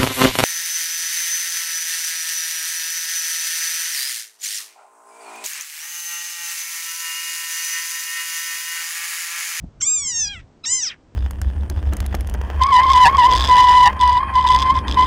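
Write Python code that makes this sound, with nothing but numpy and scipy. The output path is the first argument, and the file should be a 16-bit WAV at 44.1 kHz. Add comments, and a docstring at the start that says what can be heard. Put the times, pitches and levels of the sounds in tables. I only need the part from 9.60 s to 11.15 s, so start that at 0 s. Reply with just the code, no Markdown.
"""Open sand in light wind, a small desert rain frog close to the microphone, a faint hiss throughout.
First a dull thud with a soft knock in it, then a long shrill squeak, a short gap and a shorter squeak.
Each cry is a stack of harmonics gliding in pitch; a sharp resonance lifts one after another, then sinks
as the cry runs out into a rasp. Husky puffs of shaped noise mark where the voice breaks, sand and scrub
return a weak echo, and the wind is low noise rising and falling in gusts."""
import sys
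import numpy as np
from scipy import signal
from scipy.fft import rfft, irfft
from scipy.io import wavfile

SR = 44100
rng = np.random.default_rng(int(sys.argv[2]) if len(sys.argv) > 2 else 0)


def wav_out(sig):
    """Save sig, one row per channel (or a flat mono array), as 16-bit PCM at SR to the path in sys.argv[1]."""
    wavfile.write(sys.argv[1], SR, np.round(np.clip(np.atleast_2d(sig).T, -1, 1) * 32767).astype(np.int16))


N = 68355
TIME = np.arange(N) / SR   # seconds

# Gusts on the microphone. Each row: time in seconds, level in dB.
WIND_GUSTS = [(0, -39.5), (.07, -34), (.12, -54), (.22, -43.5), (.3, -62), (.43, -43.5), (.52, -47),
              (.6, -45.5), (.68, -36), (.73, -48), (.78, -39), (.85, -49), (.96, -60), (1.07, -59),
              (1.14, -47.5), (1.22, -60.5), (1.55, -54.5)]
# Spectrum of the wind rumble. Each row: frequency in Hz, relative density in dB per Hz.
WIND_SPECTRUM = [(15, -8.5), (30, -0.5), (55, 3), (90, 1), (150, -5), (250, -21.5), (500, -42.5),
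                 (1500, -73.5)]
# Spectrum of the faint outdoor hiss. Each row: frequency in Hz, relative density in dB per Hz.
AIR_SPECTRUM = [(30, -10), (130, -1.5), (270, -1), (450, -8), (800, -11.5), (1500, -20.5), (3000, -27.5),
                (6000, -30.5), (8200, -35.5), (9000, -48.5)]
# Spectrum of the dull thud. Each row: frequency in Hz, relative density in dB per Hz.
THUD_SPECTRUM = [(40, -3), (110, 3.5), (210, -2.5), (350, -13.5), (700, -22.5), (1100, -45), (3000, -62)]
# Places where the voice breaks into a husky rattle.
# Each row: time of the peak in seconds, level there in dB, rise and fall constants in seconds.
VOICE_BREAKS = [(0.212, -40, 0.0032, 0.0055), (0.798, -44, .008, 0.014), (1.057, -44, 0.0053, 0.0063),
                (1.25, -48, 0.017, .04), (1.318, -40, .016, 0.014)]
# Spectrum of the husky air. Each row: frequency in Hz, relative density in dB per Hz.
HUSK_SPECTRUM = [(600, -29.5), (1200, -5.5), (1800, 2), (2600, 1), (3500, -5), (4400, -17), (5800, -13.5),
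                 (8000, -33)]
# Fixed colour of throat and body. Each row: frequency in Hz, level of a harmonic there in dB.
THROAT_COLOUR = [(550.0, -59.2), (1000.0, -51.3), (1400.0, -43.5), (2000.0, -39.0), (2400.0, -38.8),
                 (2750.0, -43.2), (3250.0, -37.2), (3750.0, -39.1), (4400.0, -50.3), (4700.0, -40.9),
                 (5050.0, -31.2), (5600.0, -28.6), (6200.0, -28.3), (6700.0, -36.4), (7300.0, -28.0),
                 (8000.0, -29.6), (8450.0, -34.0), (8900.0, -56.2)]
# Pitch of each cry. Each row: time in seconds, fundamental in Hz.
LONG_PITCH = [(0.207, 1520), (0.214, 1400), (0.218, 1174), (0.222, 1061), (0.231, 1044), (0.243, 1092),
              (0.26, 1178), (0.28, 1218), (0.3, 1239), (0.328, 1256), (0.355, 1233), (0.4, 1161),
              (0.47, 1060), (0.542, 924), (0.575, 918), (0.6, 902), (0.635, 866), (0.666, 814), (0.69, 817),
              (0.72, 817), (0.738, 784), (0.766, 680), (0.79, 646), (0.83, 640)]
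SHORT_PITCH = [(1.037, 1270), (1.043, 1335), (1.05, 1270), (1.057, 930), (1.062, 904), (1.07, 906),
               (1.085, 955), (1.1, 991), (1.125, 1026), (1.15, 1040), (1.175, 1031), (1.2, 989),
               (1.222, 920), (1.242, 836), (1.26, 729), (1.272, 666), (1.284, 617), (1.296, 619),
               (1.301, 550), (1.307, 530), (1.313, 420), (1.324, 320), (1.36, 240)]
# Effort of each cry. Each row: time in seconds, level in dB, roughness from 0 to 1.
LONG_EFFORT = [(0.202, -23, 0.46), (0.21, 3.5, 0.32), (.224, 1.5, 0.18), (.27, 0.5, 0.16), (.35, -1.5, 0),
               (0.452, -0.5, 0.13), (0.539, 0.5, 0.07), (0.619, 0.5, 0.1), (0.679, 1, 0.05), (.74, 1, 0.17),
               (.778, -3.5, .15), (.797, -12.5, 0.54), (.82, -28, 0.4)]
SHORT_EFFORT = [(1.034, -27.5, .5), (1.041, 4, .25), (1.056, 2, 0.34), (1.08, 2.5, 0.2), (1.13, 3.5, 0.071),
                (1.19, 1.5, 0.15), (1.22, 0, 0.27), (1.26, -1.5, 0.29), (1.295, -2, .2), (1.307, -5, .25),
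                (1.321, -6.5, 0.39), (1.336, -15, .6), (1.368, -29, .7)]
# Moving shrill resonance of each cry. Each row: time in seconds, centre in Hz, lift in dB.
LONG_SHRILL = [(.209, 5950, -0.5), (.217, 6500, .5), (.226, 7070, 14), (.239, 7220, 15), (.25, 7520, 4.5),
               (.268, 7470, 17), (.301, 7470, 14.5), (.361, 7610, 16), (.401, 7390, 16), (.44, 7100, 7),
               (.457, 7300, 8), (.517, 6570, 10.5), (.534, 6330, 4.5), (.561, 6470, 12), (.616, 6430, 12.5),
               (.653, 5550, 8), (.666, 5200, 5), (.68, 4810, 13), (.69, 4150, 5), (.704, 3564, 8),
               (.742, 3250, 3), (.801, 2150, 1.5)]
SHORT_SHRILL = [(1.04, 3730, 8), (1.047, 4050, 14.4), (1.054, 4300, 8.2), (1.06, 5450, 7.2),
                (1.07, 6320, 7.6), (1.078, 7200, 4.3), (1.102, 7420, 11), (1.115, 7410, 12),
                (1.132, 7080, 12.7), (1.15, 7020, 11), (1.172, 6850, 9.4), (1.2, 6380, 5.2),
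                (1.216, 6260, 5.9), (1.236, 6000, 13.5), (1.253, 5830, 6.7), (1.271, 5140, 13),
                (1.289, 4600, 14.2), (1.297, 3970, 4.3), (1.305, 3260, 14.4), (1.313, 2878, 3.9),
                (1.323, 2620, 9), (1.355, 1703, 2.8)]

AIR_DB = -55
THUD_S, THUD_DB, THUD_RISE_S, THUD_FALL_S = 0.0451, -28, 0.0077, 0.0057
# The knock's starting level is the one before its lowpass; t60 is the time to fall 60 dB.
KNOCK_S, KNOCK_DB, KNOCK_HZ, KNOCK_T60_S = 0.042, -28.5, 462, 0.0048
RATTLE_HZ, RATTLE_DEPTH_DB = 250, 4   # fastest flaps, and spread of their level
SHRILL_WIDTH_HZ = 506
# Harmonics above this multiple of the resonance centre fade.
ROLLOFF_START, ROLLOFF_DB_PER_OCTAVE, ROLLOFF_MAX_DB = 1.0295, 31, 29
# Pitch unsteadiness, a share of the pitch at full roughness; it grows with roughness squared.
JITTER, JITTER_HZ = 0.03, 155
# Scatter of each harmonic at full roughness, and the bandwidth that it smears over.
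RASP, RASP_HZ = 0.99, 323
# Scatter is stronger in the treble and hardly lifted by the resonance.
RASP_DB_PER_OCTAVE, RASP_PIVOT_HZ, RASP_LIFT_SHARE = 3.5, 5000, 0.08
# Harmonics flutter in level, less so where the resonance lifts them.
FLUTTER_DB, FLUTTER_HZ, STEADYING_DB = 1.5, 79.2, 5.5
ECHO_DB, ECHO_T60_S, ECHO_DELAY_S = -26, 0.14, 0.005
CUTOFF_HZ = 8800


def from_db(db):
    """Turn decibels into amplitude gain."""
    return 10 ** (np.asarray(db) / 20)


def rms_one(x):
    """Scale to unit power."""
    return x / np.sqrt(np.mean(x ** 2) + 1e-20)


def in_time(rows):
    """Read each column of a timed table at every sample."""
    s, *columns = np.transpose(rows)
    return [np.interp(TIME, s, column) for column in columns]


def at_hz(points, hz):
    """Read a spectrum on a log-frequency axis."""
    f, db = np.transpose(points)
    return np.interp(np.log(np.maximum(hz, 1)), np.log(f), db)


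def drift(hz):
    """Random wander up to the given rate, with steep skirts; rms 1."""
    lowpass = signal.butter(2, hz, fs=SR, output="sos")
    once = signal.sosfilt(lowpass, rng.standard_normal(N))
    return rms_one(signal.sosfilt(lowpass, once))


def noise(colour):
    """Noise of a given spectrum; rms 1."""
    gain = from_db(at_hz(colour, np.fft.rfftfreq(N, 1 / SR)))
    return rms_one(irfft(rfft(rng.standard_normal(N)) * gain, N))


def air_hiss():
    """Faint outdoor hiss: steady noise, weaker towards the treble."""
    return from_db(AIR_DB) * noise(AIR_SPECTRUM)


def wind():
    """Wind on the microphone: low rumbling noise that swells and drops in gusts."""
    gust_db, = in_time(WIND_GUSTS)
    return from_db(gust_db) * noise(WIND_SPECTRUM)


def thud():
    """One dull thud: low noise that swells and dies within a few hundredths of a second."""
    age = TIME - THUD_S
    envelope = np.exp(-np.maximum(-age / THUD_RISE_S, age / THUD_FALL_S))
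    return from_db(THUD_DB) * envelope * noise(THUD_SPECTRUM)


def knock():
    """A soft knock inside the thud: a briefly ringing, decaying sine with its onset smoothed."""
    since = np.maximum(TIME - KNOCK_S, 0)
    level_db = KNOCK_DB - np.minimum(60 * since / KNOCK_T60_S, 200)
    ring = from_db(level_db) * np.sin(2 * np.pi * KNOCK_HZ * since)
    return signal.sosfilt(signal.butter(2, 2 * KNOCK_HZ, fs=SR, output="sos"), ring)


def ground_echo(x):
    """A weak, quickly dying scatter from the sand and scrub: decaying noise convolved with the call."""
    decay = from_db(-60 * TIME / ECHO_T60_S) * (TIME > ECHO_DELAY_S)
    tail = rng.standard_normal(N) * decay
    return from_db(ECHO_DB) * signal.fftconvolve(x, tail / np.linalg.norm(tail))[:N]


def husk():
    """Turbulent air chopped by uneven flaps, where a cry catches or runs out."""
    swell = np.zeros(N)
    for s, peak_db, rise, fall in VOICE_BREAKS:
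        swell += from_db(peak_db) * np.exp(-np.maximum((s - TIME) / rise, (TIME - s) / fall))
    air = noise(HUSK_SPECTRUM)
    flaps = from_db(RATTLE_DEPTH_DB * drift(RATTLE_HZ))
    return swell * rms_one(air * flaps)


def cry(pitch, effort, shrill, count=16):
    """Harmonics of the vocal pulses, coloured by throat and moving resonance, scattered by roughness."""
    f0, = in_time(pitch)
    level_db, rough = in_time(effort)
    centre, lift_db = in_time(shrill)
    unsteady_f0 = f0 * (1 + JITTER * rough ** 2 * drift(JITTER_HZ))
    phase = 2 * np.pi * np.cumsum(unsteady_f0) / SR
    out = np.zeros(N)
    for k in range(1, count + 1):
        hz = k * f0
        detune = (hz - centre) / SHRILL_WIDTH_HZ
        octaves_above = np.log2(hz / (ROLLOFF_START * centre))
        rolloff_db = np.clip(ROLLOFF_DB_PER_OCTAVE * octaves_above, 0, ROLLOFF_MAX_DB)
        ring_db = lift_db * np.exp(-0.5 * detune ** 2)
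        flutter_db = FLUTTER_DB * drift(FLUTTER_HZ) * np.exp(-ring_db / STEADYING_DB)
        angle = k * phase - np.arctan(detune)   # phase turns as the resonance passes
        tone = from_db(ring_db + flutter_db) * np.cos(angle)
        # Two independent wanders smear the harmonic into a narrow band of noise.
        scatter = drift(RASP_HZ) * np.cos(angle) + drift(RASP_HZ) * np.sin(angle)
        treble_db = RASP_DB_PER_OCTAVE * np.log2(hz / RASP_PIVOT_HZ)
        rasp = RASP * rough * from_db(RASP_LIFT_SHARE * ring_db + treble_db) * scatter
        colour = from_db(at_hz(THROAT_COLOUR, hz) - rolloff_db)
        out += colour * (tone + rasp) * (hz < SR / 4)
    sounding = (TIME > effort[0][0]) & (TIME < effort[-1][0])
    return out * from_db(level_db) * sounding


def scene():
    """The frog close by on open sand, with wind, thud and faint hiss around it."""
    outdoors = wind() + thud() + knock() + air_hiss()
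    long_cry = cry(LONG_PITCH, LONG_EFFORT, LONG_SHRILL)
    short_cry = cry(SHORT_PITCH, SHORT_EFFORT, SHORT_SHRILL)
    frog = long_cry + short_cry + husk()
    return (frog + ground_echo(frog) + outdoors)[None]


def record(dry):
    """One channel, its top cut steeply by an elliptic lowpass."""
    steep = signal.ellip(10, 0.1, 70, CUTOFF_HZ, fs=SR, output="sos")   # ripple, stopband in dB
    return signal.sosfilt(steep, dry)


dry = scene()
out = record(dry)
wav_out(out)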